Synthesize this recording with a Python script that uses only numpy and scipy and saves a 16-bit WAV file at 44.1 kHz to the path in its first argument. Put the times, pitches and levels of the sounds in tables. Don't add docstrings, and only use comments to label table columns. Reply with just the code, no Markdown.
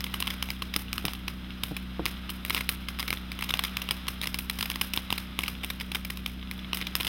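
import sys
import numpy as np
from scipy import signal
from scipy.fft import rfft, irfft
from scipy.io import wavfile
from scipy.ndimage import uniform_filter1d

SR = 44100
rng = np.random.default_rng(int(sys.argv[2]) if len(sys.argv) > 2 else 0)


def dump_mix(stems):
    frames = np.atleast_2d(stems).T
    limited = np.clip(frames, -1, 1)
    pcm = np.round(limited * 32767).astype(np.int16)
    wavfile.write(sys.argv[1], SR, pcm)


N = 312228
TIME = np.arange(N) / SR


def stars(bright_db=1.0, half_shock_s=0.0023, crumble=1.76):
    # (time [s], level over 3 ms [dB], burst length [s], treble [dB])
    star_cues = [(0.0065, -29.5, 0.0017, -4), (0.042, -24.5, 0.002, 2.5), (0.066, -32, 0.0024, -7),
                 (0.1407, -23.5, 0.0039, 2), (0.2031, -23, 0.0028, 7), (0.2247, -21.5, 0.0022, -6),
                 (0.2718, -25.5, 0.0022, -2), (0.2771, -23.5, 0.0019, -7), (0.3034, -25, 0.0058, -2),
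                 (0.4256, -22, 0.0029, -6), (0.4883, -32.5, 0.0019, -7), (0.504, -24.5, 0.0014, -5),
                 (0.6214, -24.5, 0.0028, -5), (0.7395, -25, 0.0028, -6), (0.7626, -19, 0.00086, 0.5),
                 (0.93, -23.5, 0.0017, -2.5), (0.9806, -23.5, 0.0014, -1.5), (1.0531, -21.0, 0.00121, 0),
                 (1.0819, -24.5, 0.0019, -26), (1.1345, -29.5, 0.0016, 5), (1.2804, -24, 0.0042, -5.5),
                 (1.6354, -21, 0.0026, 0.5), (1.766, -26.5, 0.0046, 1.5), (2.0559, -21.5, 0.0015, -2),
                 (2.0623, -21, 0.0012, -8), (2.2926, -29, 0.0053, -6), (2.3017, -27, 0.0049, 10.5),
                 (2.45, -25.5, 0.0023, 4), (2.4977, -22.5, 0.0029, 7.5), (2.505, -20, 0.0032, -7),
                 (2.5474, -19.5, 0.0013, 0.5), (2.565, -24.5, 0.0056, -17), (2.5757, -23.5, 0.0061, -2),
                 (2.6084, -24.5, 0.0022, -5), (2.6912, -17, 0.0029, 2), (2.8856, -26, 0.0045, -2),
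                 (2.9888, -30.5, 0.00091, -5), (2.9952, -22.5, 0.0093, 0), (3.01, -35, 0.0034, -3),
                 (3.0283, -27, 0.0016, -2), (3.0786, -24.5, 0.0072, -4), (3.1052, -21, 0.0019, -2),
                 (3.1286, -22, 0.00089, -1), (3.3183, -29, 0.0018, -4.5), (3.3905, -31, 0.003, 1),
                 (3.4092, -30.5, 0.0038, 5), (3.4237, -23.5, 0.0041, -3), (3.438, -29, 0.0071, 2),
                 (3.4902, -25, 0.0075, -6), (3.5061, -21.5, 0.0034, -1), (3.539, -18.0, 0.0028, -4),
                 (3.5728, -31, 0.0018, -1), (3.5922, -19, 0.0018, -1), (3.638, -22, 0.0023, -1),
                 (3.649, -24, 0.0051, -3), (3.7696, -21.5, 0.0021, -6), (3.8183, -26.5, 0.0034, -2),
                 (3.8891, -24.5, 0.0017, -6), (3.9093, -18, 0.0023, 0), (4.069, -36, 0.0013, -12),
                 (4.082, -21, 0.0042, 3), (4.2149, -25.5, 0.0027, 0), (4.2258, -26, 0.0096, 0),
                 (4.24, -27, 0.0043, -0.0), (4.257, -31, 0.0021, -4), (4.2721, -23, 0.0028, 2.5),
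                 (4.3438, -23, 0.0019, -3), (4.3877, -23.5, 0.0035, 6), (4.498, -20.5, 0.0034, 2.5),
                 (4.5878, -27.5, 0.0037, 1.0), (4.6092, -23, 0.0024, 0), (4.627, -21.5, 0.0033, -2),
                 (4.6566, -27, 0.004, 2), (4.701, -23, 0.0013, 0), (4.7166, -27.5, 0.0012, -4),
                 (4.7585, -26.5, 0.0012, -2.0), (4.8128, -17, 0.00419, 4), (4.9356, -21.5, 0.0044, -2.5),
                 (4.9624, -27, 0.0024, 13), (4.9748, -19.5, 0.0016, -9), (5.1043, -22.5, 0.0016, -6),
                 (5.1265, -18.5, 0.0016, -4.5), (5.1794, -24.5, 0.0036, 2), (5.3903, -19.5, 0.0009, 1),
                 (5.4079, -32, 0.002, 0.0), (5.4344, -22.5, 0.0044, 1), (5.4802, -23, 0.0046, -1.5),
                 (5.634, -27.5, 0.0062, 0), (5.6461, -26, 0.0014, 5), (5.7018, -24, 0.005, -0.5),
                 (5.8, -31.5, 0.0048, -4), (5.8087, -27, 0.0084, -5), (5.9175, -27, 0.0039, -3),
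                 (5.9482, -23.5, 0.004, -2), (5.9542, -23.5, 0.0038, -1), (6.049, -28.5, 0.0043, 5),
                 (6.1014, -25.5, 0.0044, 1), (6.1727, -33, 0.002, 2), (6.2612, -23, 0.0032, -3),
                 (6.5127, -28, 0.00099, 0.5), (6.732, -21, 0.0013, -12), (6.7464, -25.5, 0.0028, 6),
                 (6.772, -26.5, 0.0017, 5), (6.814, -27.5, 0.00077, -8), (6.823, -28.5, 0.0036, -15),
                 (6.869, -25.5, 0.0028, -8), (6.9533, -18.5, 0.0012, -0.5), (7.001, -26.5, 0.0034, -6),
                 (7.0073, -22.5, 0.0031, 3), (7.0314, -30, 0.0019, 1.0), (7.0483, -25, 0.003, 2),
                 (7.0687, -22.5, 0.00332, 1), (7.0764, -27, 0.0019, -3)]
    out = np.zeros(N)
    for s, db, length, treble_db in star_cues:
        first_share = 1 / (1 + (length / half_shock_s) ** crumble)
        add(out, s, burst(db, length, first_share, treble_db + bright_db))
    return out


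def burst(db, length, first_share, treble_db, shock_s=.00018, scatter_db=3.0, count=12, size=1024):
    # (frequency [Hz], gain [dB])
    crack_eq = [(120, 11.5), (300, 5.5), (600, -6), (1050, 4), (1500, -9), (2100, 2.5), (3000, 0.5),
                (4000, -1.5), (6300, -9), (9700, -1.5), (13000, -2.5), (16000, 3.5)]
    start = 2 + length * SR * np.append(0, rng.uniform(.08, 1.05, count))
    coarseness = .14 * rng.standard_normal()
    duration = shock_s * SR * np.exp(coarseness + .19 * rng.standard_normal(count + 1))
    force = undb(scatter_db * rng.exponential(size=count + 1))
    snap = level(shocks(start[:1], duration[:1], force[:1], size), 0)
    fragments = level(shocks(start[1:], duration[1:], force[1:], size), 0)
    first_share = np.clip(first_share, 0, .95)
    crack = np.sqrt(first_share) * snap + np.sqrt(1 - first_share) * fragments
    bounce_lag = int(.0005 * SR * (.5 + rng.random()))
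    crack = crack + .4 * np.roll(crack, bounce_lag)
    hz = bins(size)
    middling_db, bass_hz, treble_hz = -23.5, 800, 6000
    bass = -.17 * (db - middling_db) / (1 + (hz / bass_hz) ** 2)
    treble = treble_db / (1 + (treble_hz / (hz + 1)) ** 4)
    crack = through(crack, causal(spectrum(crack_eq, hz) + bass + treble))
    return crack * undb(db) * np.sqrt(.003 * SR / np.sum(crack ** 2))


def shocks(start, duration, force, size):
    age = np.arange(size) - start[:, None]
    span = duration[:, None]
    gate = np.clip(age + 1, 0, 1) * np.clip(span - age + 1, 0, 1)
    return force @ ((1 - 2 * age / span) * gate)


def sparks(trim_db=-1, faint_db=-46, length=0.00253, first_share=0.71, treble_db=-4, count=45):
    # (time [s], level before trim and EQ [dB])
    spark_cues = [(0.243, -40), (0.748, -37), (0.883, -37.5), (1.151, -37), (1.506, -35.5), (3.1726, -31.5),
                  (3.681, -33.5), (4.741, -36), (5.14, -37), (5.461, -33), (5.552, -38), (6.4278, -36),
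                  (6.592, -36.5), (6.646, -35), (6.806, -34), (6.979, -41)]
    # (frequency [Hz], gain [dB])
    spark_eq = [(500, -5), (2000, -4), (3500, 5), (6000, -15), (12000, -12)]
    out = np.zeros(N)
    for s, db in spark_cues:
        add(out, s, burst(db + trim_db, length, first_share, treble_db))
    for when, force, span in rng.random((count, 3)):
        spit = burst(faint_db, length * (.5 + span), first_share, treble_db)
        add(out, when * N / SR, (.5 + force) * spit)
    return colour(out, spark_eq)


def echoes(crackle, body_db=-8, edge_hz=6000):
    # (delay [s], treble level [dB])
    slaps = [(0.0321, -19), (0.0575, -20.5)]
    out = np.zeros(N)
    low_shelf = causal(body_db / (1 + (bins(size=256) / edge_hz) ** 4))
    bright = through(crackle, low_shelf)
    for delay_s, db in slaps:
        add(out, delay_s, undb(db) * bright)
    return out


def sizzle(crackle, attack_s=0.00094, grain_db=3.0, flicker_db=3.5, split_hz=7000, size=22050):
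    # (frequency [Hz], gain [dB])
    sizzle_eq = [(130, -24), (300, -2), (600, -2.5), (1200, -1.5), (1700, 2.5), (2600, 4), (4000, 0),
                 (7000, -13), (11000, -4), (16000, -6.5)]
    t = np.arange(size) / SR
    fade = 0
    for db, t60 in ((-15, 0.04), (-11, 0.3)):
        power = (undb(-60 * t / t60) * (1 - np.exp(-t / attack_s))) ** 2
        fade = fade + undb(db) ** 2 * power / power.sum()
    grains = rng.standard_normal(N) * undb(grain_db * walk(5000) + flicker_db * walk(200))
    grains = level(colour(grains, sizzle_eq), 0)
    out = 0
    for side in ("lowpass", "highpass"):
        band = signal.butter(4, split_hz, side, fs=SR, output="sos")
        force = level(signal.sosfilt(band, crackle), 0) * np.std(crackle)
        envelope = np.sqrt(np.abs(through(force ** 2, fade)))
        out = out + envelope * signal.sosfilt(band, grains)
    return out


def coughs(rise_s=0.00016, detune=0.11, tail_db=-11, tail_t60=0.32, size=8192):
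    # (time [s], dry peak [dB], decay of the push [s])
    cough_cues = [(0.7629, -27, .0002), (1.0452, -24, .0006), (1.052, -27, .001), (1.7116, -29.5, .0003),
                  (1.7177, -23.5, 0.001), (1.995, -17, 0.00025), (1.9971, -23.5, 0.00012),
                  (2.0005, -24, .001), (5.64, -31, .0001)]
    # (centre frequency [Hz], relative level [dB], t60 [s])
    tube_modes = [(62.4, -18, 0.18), (179, 2.5, 0.025), (298, -3.5, 0.079), (417, -3, 0.035),
                  (744, -1.5, 0.028), (1300, -17, 0.015)]
    t = np.arange(size) / SR
    out = np.zeros(N)
    for s, peak_db, push_s in cough_cues:
        tunings = 1 + detune * rng.standard_normal(len(tube_modes))
        ring = sum(undb(db - 60 * t / t60) * np.cos(2 * np.pi * hz * tuning * t)
                   for (hz, db, t60), tuning in zip(tube_modes, tunings))
        push = np.exp(-t / push_s) * (1 - np.exp(-t / rise_s))
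        thump = through(ring, push)
        add(out, s, thump * undb(peak_db) / np.abs(thump).max())
    scatter = rng.standard_normal(size) * undb(-60 * t / tail_t60)
    return out + undb(tail_db) * through(out, scatter / np.linalg.norm(scatter))


def jet(trim_db=-1, flutter_db=0.1, grit_db=0.94):
    # (frequency [Hz], gain [dB])
    jet_eq = [(400, -9.5), (600, -4.5), (900, -4.5), (1500, 0), (2400, 0), (3400, 2.5), (4100, -2.5),
              (5600, -17), (6600, -24.5), (8500, -23.5), (11000, -21.5), (15500, -26)]
    # (time [s], level before trim [dB])
    burn_levels = [(0.0, -46.5), (0.27, -43.5), (0.6, -48.5), (1.0, -47.5), (1.4, -48.5), (1.65, -47),
                   (1.9, -48), (2.1, -45.5), (2.4, -47), (3.2, -47), (3.6, -43), (3.97, -44.5), (4.48, -48),
                   (4.75, -45.5), (5.4, -46.5), (6.35, -50.5), (6.85, -45.5), (7.08, -45.5)]
    gas = rng.standard_normal(N) * undb(flutter_db * walk(25) + grit_db * walk(900))
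    return level(colour(gas, jet_eq), trim_db) * undb(curve(burn_levels))


def motor(hum_db, rumble_db, turn_hz=31.195, drift_hz=.08, waver_db=0.85):
    # (multiple of the turn rate, relative level [dB])
    partials = [(1, -13.5), (2, 2.5), (3, -19.5), (4, -14), (5, -15.5), (6, 0), (7, -9), (8, -7.5),
                (9, -17), (10, -16), (11, -24)]
    # (frequency [Hz], gain [dB])
    rumble_eq = [(22, -27), (50, -1), (100, -1), (190, 1), (235, -9), (320, -6.5), (360, -9), (490, -14),
                 (650, -18.5), (1500, -34.5)]
    turns = np.cumsum(turn_hz + drift_hz * walk(2.5)) / SR
    hum = sum(undb(db + waver_db * walk(3.5)) * np.sin(2 * np.pi * (k * turns + rng.random()))
              for k, db in partials)
    rumble = colour(rng.standard_normal(N), rumble_eq)
    return level(hum, hum_db) + level(rumble, rumble_db)


def undb(db):
    return 10 ** (np.asarray(db) / 20)


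def level(x, db):
    return x * undb(db) / np.sqrt(np.mean(x ** 2))


def curve(rows):
    return np.interp(TIME, *np.transpose(rows))


def spectrum(points, hz):
    f, db = np.transpose(points)
    return np.interp(np.log(hz + 1), np.log(f), db)


def bins(size):
    return np.arange(size // 2 + 1) * SR / size


def causal(db):
    cepstrum = irfft(np.log(undb(db)))
    half = len(cepstrum) // 2
    cepstrum[1:half] *= 2
    cepstrum[half + 1:] = 0
    return irfft(np.exp(rfft(cepstrum)))


def colour(x, points):
    return irfft(rfft(x) * undb(spectrum(points, bins(len(x)))), len(x))


def through(x, response):
    return signal.fftconvolve(x, response)[:len(x)]


def walk(rate):
    hold = int(SR / rate)
    held = np.repeat(rng.standard_normal(N // hold + 1), hold)
    return level(uniform_filter1d(uniform_filter1d(held, hold), hold)[:N], 0)


def add(out, s, sound):
    i = int(np.clip(round(s * SR), 0, N - 1))
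    out[i:i + len(sound)] += sound[:N - i]


def scene():
    crackle = stars() + sparks()
    fountain = crackle + echoes(crackle) + sizzle(crackle) + coughs() + jet()
    return (fountain + motor(hum_db=-39.5, rumble_db=-50.5))[None]


def record(dry, top_hz=15900):
    # (frequency [Hz], width [Hz], gain [dB])
    housing_eq = [(1267, 330, 4.5), (1800, 145, -3), (4565, 370, -13.5), (4950, 690, 7.5),
                  (7455, 930, -8.5), (11240, 420, -2.5), (12750, 1560, 5.5), (14100, 530, -3.5)]
    hz = bins(size=2048)
    housing = causal(sum(db / (1 + (2 * (hz - f) / width) ** 2) for f, width, db in housing_eq))
    high_cut = signal.ellip(8, .2, 70, top_hz, fs=SR, output="sos")
    return signal.sosfilt(high_cut, through(dry[0], housing))[None]


dry = scene()
out = record(dry)
dump_mix(out)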